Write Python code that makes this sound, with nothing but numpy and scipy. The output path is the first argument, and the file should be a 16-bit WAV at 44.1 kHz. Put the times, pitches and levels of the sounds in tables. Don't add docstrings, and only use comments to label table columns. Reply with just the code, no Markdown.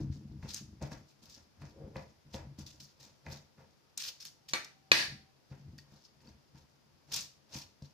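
import sys
import numpy as np
from scipy import signal
from scipy.fft import rfft, irfft, next_fast_len
from scipy.io import wavfile

SR = 44100
rng = np.random.default_rng(int(sys.argv[2]) if len(sys.argv) > 2 else 0)


def inscribe(sig):
    pcm = np.round(np.clip(np.atleast_2d(sig).T, -1, 1) * 32767)
    wavfile.write(sys.argv[1], SR, pcm.astype(np.int16))


N = 349713
SIZE = next_fast_len(N + SR)
HZ = np.maximum(np.arange(SIZE // 2 + 1) * SR / SIZE, 1)


def amp(db):
    return 10 ** (np.asarray(db) / 20)


def rms_one(x):
    return x / np.sqrt(np.mean(x ** 2) + 1e-20)


def in_time(rows):
    s, *columns = np.transpose(rows)
    return [np.interp(np.arange(N) / SR, s, c) for c in columns]


def at_hz(points, hz):
    table_hz, values = np.transpose(points)
    return np.interp(np.log(hz), np.log(table_hz), values)


def colour(x, spectrum):
    cepstrum = irfft(np.log(amp(at_hz(spectrum, HZ))), SIZE)
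    cepstrum[1:SIZE // 2] *= 2
    cepstrum[SIZE // 2 + 1:] = 0
    return irfft(rfft(x, SIZE) * np.exp(rfft(cepstrum)), SIZE)[..., :N]


def ring(x, hz, width_hz):
    r = np.exp(-np.pi * width_hz / SR)
    w = 2 * np.pi * hz / SR
    return signal.lfilter([0, np.sin(w)], [1, -2 * r * np.cos(w), r * r], x + 1e-18)


def grains(per_s, spread_db):
    sizes = amp(spread_db * np.minimum(rng.exponential(1, N), 5))
    signs = rng.choice([-1, 1], N)
    return sizes * signs * (rng.random(N) < per_s / SR)


def clicks(times, gains):
    out = np.zeros(N)
    np.add.at(out, (np.asarray(times) * SR).astype(int), gains)
    return out


def strike(modes, times, gains, uneven_db, dull_db=0):
    luck = rng.standard_normal((len(times), len(modes)))
    out = 0
    for k, (hz, width_hz, db) in enumerate(modes):
        octaves_up = np.log2(hz / modes[0][0])
        heights = gains * amp(db + uneven_db * luck[:, k] - dull_db * octaves_up)
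        out = out + (-1) ** k * ring(clicks(times, heights), hz, width_hz)
    return out


def rub(modes, per_s, spread_db):
    return rms_one(sum(amp(db) * ring(grains(per_s, spread_db), hz, width_hz)
                       for hz, width_hz, db in modes))


def pair(x, lag_s, pan_db):
    left = irfft(rfft(x, SIZE) * np.exp(-2j * np.pi * HZ * lag_s), SIZE)[:N]
    return np.array([left * amp(pan_db / 2), x * amp(-pan_db / 2)])


BUILD_UP_DB = 30


def gestures(s, db, build_s, hold_s, fade_db_per_s, rest_db):
    t = np.arange(0, N + 32, 32)[:, None] / SR
    early = np.maximum(s - t, 0) / np.maximum(build_s, .001)
    late = np.maximum(t - s - np.maximum(hold_s, 0), 0)
    level_db = np.max(db - BUILD_UP_DB * early - fade_db_per_s * late, axis=1)
    return np.interp(np.arange(N) / SR, t[:, 0], np.maximum(level_db, rest_db))


# f/Hz, level/dB
HISS_SPECTRUM = [(15, -42), (25, -5.5), (43, -16), (139, -8.5), (387, -10.5), (777, -14.5), (1100, -16),
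                 (1830, -20), (4000, -22), (5000, -18.5), (6840, -27.5), (8250, -35), (11100, -31.5),
                 (15300, -36)]
HISS_DB = -72.5
WHINE_HZ, WHINE_DB = 4931, -88.5


def hiss():
    mid, side = colour(rng.standard_normal((2, N)), HISS_SPECTRUM)
    side = colour(side, [(60, -0.5), (130, 7.5), (300, 0.5), (1000, 0)])
    noise = (mid + side * [[1], [-1]]) / np.sqrt(np.mean(mid ** 2))
    whine = amp(WHINE_DB) * rms_one(ring(rng.standard_normal((2, N)), WHINE_HZ, 12))
    return whine + amp(HISS_DB + np.array([[.3], [-1.3]])) * noise


# t/s at full force, boom level/dB, drag level/dB, build-up t/s, hold t/s
PUSHES = [(0.0, -31.5, -54.5, .02, 0.0046), (0.1, -48, -85, .05, 0.39), (0.433, -46.5, -49, .03, 0.027),
          (0.613, -50.5, -80, 0.036, 0.02), (0.692, -50.5, -80, .05, 0.046),
          (0.822, -40, -39.5, .02, 0.0083), (0.917, -45.5, -44.5, .02, 0.0074),
          (1.214, -62.5, -65, .05, 0.1), (1.375, -59, -59.5, .04, .01), (1.625, -47, -50.5, .07, 0.015),
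          (1.838, -48, -67, .2, 0.05), (1.967, -45, -41, .04, 0.0061), (2.267, -57.5, -66, .05, 0.029),
          (2.345, -43.5, -43.5, 0.03, 0.028), (2.45, -49, -75, .1, 0.0077),
          (2.594, -45.5, -54.5, .04, 0.012), (2.713, -61, -69, .1, 0.11), (3.01, -64, -60, .1, 0.069),
          (3.268, -50, -48, .04, 0.065), (3.586, -61.5, -54.5, .04, 0.023), (4.078, -67, -58, .15, 0.0087),
          (4.518, -61.5, -64, .03, .05), (4.922, -46, -80, .03, 0.059), (5.075, -54, -81.5, .1, 0.096),
          (5.522, -51, -52, .04, 0.013), (5.684, -47.5, -70, .12, 0.04), (5.941, -62.5, -62, 0.38, .02),
          (6.248, -57, -61, .1, 0.06), (6.554, -56, -60.5, .06, 0.013), (7.12, -53, -51.5, .08, 0.059),
          (7.551, -52, -48, .1, 0.017), (7.833, -59.5, -65, .06, 0.0064)]
# t/s, peak level/dB, hardness level/dB, dullness/(dB per octave)
KNOCKS = [(0.096, -21.5, -48, 4), (0.427, -33, -13, -5.5), (0.816, -27, 6, 10), (0.917, -33, -6.5, -3.5),
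          (1.619, -39.5, 2.5, 1), (1.958, -31.5, 4.5, 0.5), (2.342, -38, 14, 7.5), (2.583, -30, -20, 3),
          (3.265, -35.5, -2, -5), (3.581, -50, -5, -3), (5.51, -33, -24, 1.5), (6.544, -48.5, -18, 2),
          (7.552, -32, -17.5, -7.5), (7.819, -35.5, -1, 11)]
# f/Hz, width f/Hz, level/dB
TRAY_MODES = [(81.05, 21, -1.5), (140.9, 12, -1), (215.7, 35.4, -1), (307, 27.6, -11)]
BOOM_FADE_DB_PER_S, BOOM_REST_DB = 146, -73.5


def tray():
    at_s, push_db, _, build_s, hold_s = np.transpose(PUSHES)
    boom_db = gestures(at_s, push_db, build_s, hold_s, BOOM_FADE_DB_PER_S, BOOM_REST_DB)
    boom = amp(boom_db) * rub(TRAY_MODES, 160, spread_db=3.5)
    s, db = np.transpose(KNOCKS)[:2]
    return boom + strike(TRAY_MODES, s, amp(db - 9), uneven_db=2.5)


# f/Hz, width f/Hz, level/dB
PANEL_MODES = [(434, 250, -2), (516, 50, -4.5), (622, 39, -8), (785, 100, -4.5), (930.6, 71, -5),
               (1190, 360, -2), (1406, 210, -5.5), (1708, 160, -5.5), (2036, 110, -8), (2490, 130, -8)]
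DRAG_FADE_DB_PER_S, DRAG_REST_DB = 273, -75
DRAG_DAMPING = 3
HEAVY_DB, UPPER_FOLLOWS = -46.5, 0.57


def food():
    at_s, _, push_db, build_s, hold_s = np.transpose(PUSHES)
    drag_db = gestures(at_s, push_db, build_s, hold_s, DRAG_FADE_DB_PER_S, DRAG_REST_DB)
    upper_db = drag_db - (1 - UPPER_FOLLOWS) * np.maximum(drag_db - HEAVY_DB, 0)
    higher_modes = np.array(PANEL_MODES[5:]) * [1, DRAG_DAMPING, 1]
    lower_modes = np.array(PANEL_MODES[:5]) * [1, 2, 1]
    lower_drag = amp(drag_db - 9.5) * rub(lower_modes, 400, spread_db=3.0)
    higher_drag = amp(upper_db - 15.0) * rub(higher_modes, 400, spread_db=3.0)
    s, db, hard_db, dull_db = np.transpose(KNOCKS)
    knocks = strike(PANEL_MODES, s, amp(db + hard_db - 10), uneven_db=3, dull_db=dull_db)
    return lower_drag + higher_drag + knocks


# t/s at full pressure, level/dB, build-up t/s, hold t/s, fade/(dB per s)
STROKES = [(0.005, -60, 0.0046, 0.0027, 306), (0.129, -61.5, 0.033, .01, 170),
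           (0.434, -63, 0.038, .03, 200), (0.489, -48, 0.03, .05, 300), (0.536, -43.5, .004, .03, 319.5),
           (0.818, -54, 0.011, 0.0074, 169), (0.915, -55.5, 0.036, .01, 182), (1.087, -63, 0.036, .01, 264),
           (1.229, -58.5, 0.037, 0.036, 250), (1.29, -58, 0.03, 0.037, 148), (1.62, -63.5, 0.053, .01, 112),
           (1.961, -63.5, 0.031, .01, 91), (2.339, -50.5, 0.032, 0.012, 300),
           (2.589, -54, 0.014, 0.0045, 295), (2.665, -53.5, 0.0067, 0.027, 208),
           (2.802, -56, .01, 0.009, 164), (3.003, -59.5, 0.019, 0.037, 123),
           (3.323, -49, 0.085, 0.0067, 236), (3.595, -73, .06, .02, 90), (3.975, -43.5, 0.0027, 0.032, 300),
           (4.021, -40.5, 0.042, 0.069, 700), (4.202, -49.5, 0.0081, 0.0059, 228),
           (4.254, -40.5, 0.013, 0.0021, 415), (4.488, -46, 0.0084, 0.0052, 306),
           (5.512, -70.5, 0.054, 0.018, 72), (5.781, -58.5, 0.0047, 0.0028, 333),
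           (5.916, -69, 0.13, 0.14, 280.5), (6.211, -69.5, 0.025, 0.0039, 400),
           (6.265, -65.5, 0.075, .005, 200), (6.572, -65.5, 0.079, .01, 240),
           (7.097, -58.5, 0.036, .02, 300), (7.118, -39, .003, 0.0074, 200),
           (7.136, -35, 0.0037, 0.034, 242), (7.494, -61.5, .006, .01, 197),
           (7.533, -50, 0.056, 0.046, 207), (7.581, -43.5, 0.083, 0.0068, 353),
           (7.828, -63, .006, 0.0087, 191)]
# f/Hz, level/dB
CRINKLE_SPECTRUM = [(410, -53.5), (700, -30), (1800, -16), (2100, -16), (2510, -9), (3170, -6), (3510, -2),
                    (5240, 6), (6440, 3), (8780, -11), (15300, -5.5)]
CRINKLE_REST_DB = -81.5
PATCHY_DB, TICK_DB = 3.5, -13


def crinkle():
    level_db = gestures(*np.transpose(STROKES), CRINKLE_REST_DB)
    pitches = np.geomspace(900, 14000, 14)
    clumps = amp(5 * rms_one(ring(rng.standard_normal(N), 30, 80)))
    patches = [amp(PATCHY_DB * rms_one(ring(rng.standard_normal(N), 8, 25))) for hz in pitches]
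    parts = []
    for part in range(3):
        dense = grains(4500 * clumps, spread_db=2.5)
        dealt = rng.integers(0, 14, N)
        parts.append(sum(ring(dense * (dealt == k) * patches[k], hz, 0.35 * hz)
                         for k, hz in enumerate(pitches)))
    shared, *own = rms_one(colour(np.array(parts), CRINKLE_SPECTRUM))
    ticks = rms_one(colour(grains(250 * clumps, spread_db=3.5), CRINKLE_SPECTRUM))
    sheet = shared + 1.55 * np.array(own) + amp(TICK_DB) * ticks
    return amp(level_db - 6.0 + np.array([[.4], [-.4]])) * sheet


# t/s, peak level/dB, pitch f/Hz, fizz level/dB
SNAPS = [(0.5446, -26, 6000, -17.5), (0.8247, -40, 5530, -24), (0.918, -46, 5530, -26),
         (1.2985, -49, 6390, -24), (1.9666, -42.5, 4160, -23), (2.3431, -36, 3860, -26),
         (2.592, -44, 6370, -26), (2.6754, -47, 5540, -27), (2.803, -57.5, 4560, 1),
         (3.0084, -49, 5090, -32), (3.263, -47.5, 4450, -25), (3.3215, -48, 5160, -24),
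         (3.9767, -23, 6050, -13), (4.037, -37, 4370, -29), (4.078, -38, 5050, -24),
         (4.208, -43, 5750, -28), (4.2523, -39, 4300, -5.5), (4.4886, -48.5, 3520, -6),
         (4.646, -37.5, 5600, -21), (7.119, -46, 4730, -23), (7.1416, -24.5, 5650, -11),
         (7.1637, -26.5, 6600, -13), (7.208, -32.5, 6430, -27), (7.5628, -39, 5400, -22),
         (7.5956, -42, 4930, -16), (7.8226, -49, 4840, -31)]


def foil_snaps():
    snaps = np.zeros(N)
    t = np.arange(int(.03 * SR)) / SR
    bursts = rng.standard_normal((len(SNAPS), len(t))) * .3 * np.exp(-t / .004)
    bursts[:, 0] = 1.5
    treble = signal.butter(4, 7500, "high", fs=SR, output="sos")
    for (s, db, hz, fizz_db), burst in zip(SNAPS, bursts):
        tone = ring(ring(np.diff(burst, prepend=0), hz, .45 * hz), hz, .45 * hz)
        fizz = signal.sosfilt(treble, burst * np.exp(-t / .003))
        snap = tone / np.abs(tone).max() + amp(fizz_db + 12) * fizz / np.abs(fizz).max()
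        i = int(s * SR)
        snaps[i:i + len(t)] += amp(db) * snap[:N - i]
    return snaps


# t/s, level/dB
JUDDER = [(1.72, -71), (1.782, -58), (1.822, -51), (1.93, -68), (1.969, -52)]
# f/Hz, width f/Hz, level/dB
JUDDER_MODES = [(440, 60, 0.5), (530, 60, -4), (750, 200, -6)]


def judder():
    before, after = (JUDDER[0][0] - .02, -100), (JUDDER[-1][0] + .02, -100)
    level_db, = in_time([before] + JUDDER + [after])
    return amp(level_db) * rub(JUDDER_MODES, 500, spread_db=0.0)


# t/s, level/dB
TONE = [(4.4, -85), (4.55, -74), (5.202, -74), (5.4, -87)]
TONE_HZ, TONE_WAVERS_DB = 773, 3


def thin_tone():
    t = np.arange(N) / SR
    wavers_db = TONE_WAVERS_DB * rms_one(ring(rng.standard_normal(N), 5, 10))
    sounding = (t >= TONE[0][0]) & (t <= TONE[-1][0])
    return amp(in_time(TONE)[0] + wavers_db) * np.sin(2 * np.pi * TONE_HZ * t) * sounding


# t/s, peak level/dB, rattle level/dB, rattle length t/s
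CLACKS = [(4.5344, -23, -16.5, 0.036), (4.916, -15.5, -15.5, 0.12)]
# f/Hz, width f/Hz, level/dB at the first clack, level/dB at the second
STEEL_MODES = [(520, 19, -22.5, -27), (1004, 210, -10.5, -32), (1650, 110, -14.5, 1),
               (2160, 140, -10.5, -10), (2540, 130, -11, 5), (3760, 250, -8, -8), (4240, 220, -2.5, -2.5),
               (4560, 190, -6.5, 1.5), (6000, 160, -3, -7)]
# f/Hz, width f/Hz, level/dB at the first clack, level/dB at the second
RING_MODES = [(1163, 9, -16, -36.5), (1525, 10, -21, -41), (1615, 12, -18, -34), (1775, 14, -39.5, -22),
              (1985, 12, -34, -22), (2250, 10, -18, -37.5), (2575, 12, -23.5, -20), (3623, 10, -33, -23),
              (4287, 15, -30, -26.5), (4877, 12, -29, -40.5)]
# f/Hz, level/dB
CRACK_SPECTRA = [
    [(120, -51.5), (200, -14), (824, -10), (1160, -6), (1340, -11), (1580, -2.5), (2400, -5.5),
     (3000, -15.5), (4300, -5), (6500, -21.5), (13700, -31), (15300, -57.5)],
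    [(120, -31.5), (200, -8), (258, -14), (752, -12), (1370, -10), (1730, 2.5), (2230, -2.5), (3200, -6.5),
     (4540, 0.5), (7400, -18), (15300, -28.5)],
]
REBOUND_S, REBOUND_GAIN_DB = .0017, 2.5
JOLT_DB = -19
RATTLE_TAIL_DB, RATTLE_TAIL_S = -18, .055


def clacks():
    s, db = np.transpose(CLACKS)[:2]
    blow = sum(ring(clicks(s, amp(db + levels_db)), hz, width_hz) * (-1) ** k
               for k, (hz, width_hz, *levels_db) in enumerate(STEEL_MODES))
    blow = blow + amp(REBOUND_GAIN_DB) * np.roll(blow, int(REBOUND_S * SR))
    crack, rattle, jolts = 0, 0, []
    for (start, peak_db, rattle_db, length), spectrum in zip(CLACKS, CRACK_SPECTRA):
        t = np.arange(N) / SR - start
        begun = t >= 0
        shared, *own = rms_one(colour(np.array([grains(3000, spread_db=2.5) for part in range(3)]),
                                      spectrum))
        crack = crack + amp(peak_db - 3.5) * begun * np.exp(-np.abs(t) / 0.0094) * shared
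        body = np.exp(-(t / length) ** 4)
        tail = amp(RATTLE_TAIL_DB) * np.exp(-np.maximum(t - length, 0) / RATTLE_TAIL_S)
        bits = .75 * np.array(own) + .4 * shared
        rattle = rattle + amp(peak_db + rattle_db) * begun * (body + tail) * bits
        shaking = np.array([grains(300, spread_db=3.0) for port in range(2)])
        shaking = amp(JOLT_DB) * begun * body * shaking
        jolts.append(amp(peak_db) * (clicks([start], 0.81) + shaking))
    rings = sum(ring(np.tensordot(amp(levels_db), jolts, axes=1), hz, width_hz)
                for hz, width_hz, *levels_db in RING_MODES)
    return blow, crack, rings, rattle


# t/s, peak level/dB, dullness/(dB per octave)
TINKS = [(5.785, -50, 2), (6.083, -73, -7), (6.203, -66, 1), (6.272, -72, -7)]
# f/Hz, width f/Hz, level/dB
SPOON_MODES = [(1860, 120, -2), (2600, 80, -3), (3000, 90, -4), (3660, 70, -5), (4540, 80, 0),
               (5390, 70, -1)]


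def spoon():
    s, db, dull_db = np.transpose(TINKS)
    scuff = rng.standard_normal(600) * np.exp(-np.arange(600) / SR / .004)
    taps = strike(SPOON_MODES, s, amp(db), uneven_db=4, dull_db=dull_db)
    return signal.fftconvolve(taps, scuff / np.linalg.norm(scuff))[:N]


# f/Hz, t/s
ROOM_T60 = [(150, 0.449), (1000, 0.33), (4000, 0.37), (12000, 0.31)]


def kitchen(x):
    t = np.arange(int(.9 * SR)) / SR
    edges, echoes = np.geomspace(60, 16000, 9), 0
    for low, high in zip(edges, edges[1:]):
        band_pass = signal.butter(2, [low, high], "band", fs=SR, output="sos")
        mid, side = signal.sosfilt(band_pass, rng.standard_normal((2, len(t))))
        band = mid + side * min(1, low / 350) * np.array([[1], [-1]])
        echoes = echoes + band * amp(-60 * t / at_hz(ROOM_T60, np.sqrt(low * high)))
    echoes = echoes * (1 - np.exp(-t / 0.00072))
    echoes = echoes / np.sqrt(np.sum(echoes ** 2, axis=1, keepdims=True))
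    return irfft(rfft(x, SIZE) * rfft(echoes, SIZE), SIZE)[:, :N]


def scene():
    low, middle = tray(), food() + judder()
    creases = crinkle()
    snaps = foil_snaps() + spoon()
    tone = thin_tone()
    blow, crack, rings, rattle = clacks()
    near = pair(low, .00003, 0.8) + pair(middle, .00004, -1.5)
    near = near + pair(snaps, -.000012, 1.0) + pair(blow + crack, 0.0002656, 0.84)
    to_room = amp(-13.0) * low + amp(-2.5) * middle + amp(-10) * (snaps + creases[0])
    to_room = to_room + amp(-11.0) * blow + amp(-3.5) * crack + amp(-4.0) * rattle[0]
    total = near + creases + rings + tone + rattle + kitchen(to_room) + hiss()
    return total * amp([[.6], [-.6]])


CUTOFF_HZ = 15300


def record(dry):
    bass_cut = signal.sosfilt(signal.butter(2, 50, "high", fs=SR, output="sos"), dry)
    return signal.sosfilt(signal.ellip(8, .5, 60, CUTOFF_HZ, fs=SR, output="sos"), bass_cut)


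dry = scene()
out = record(dry)
inscribe(out)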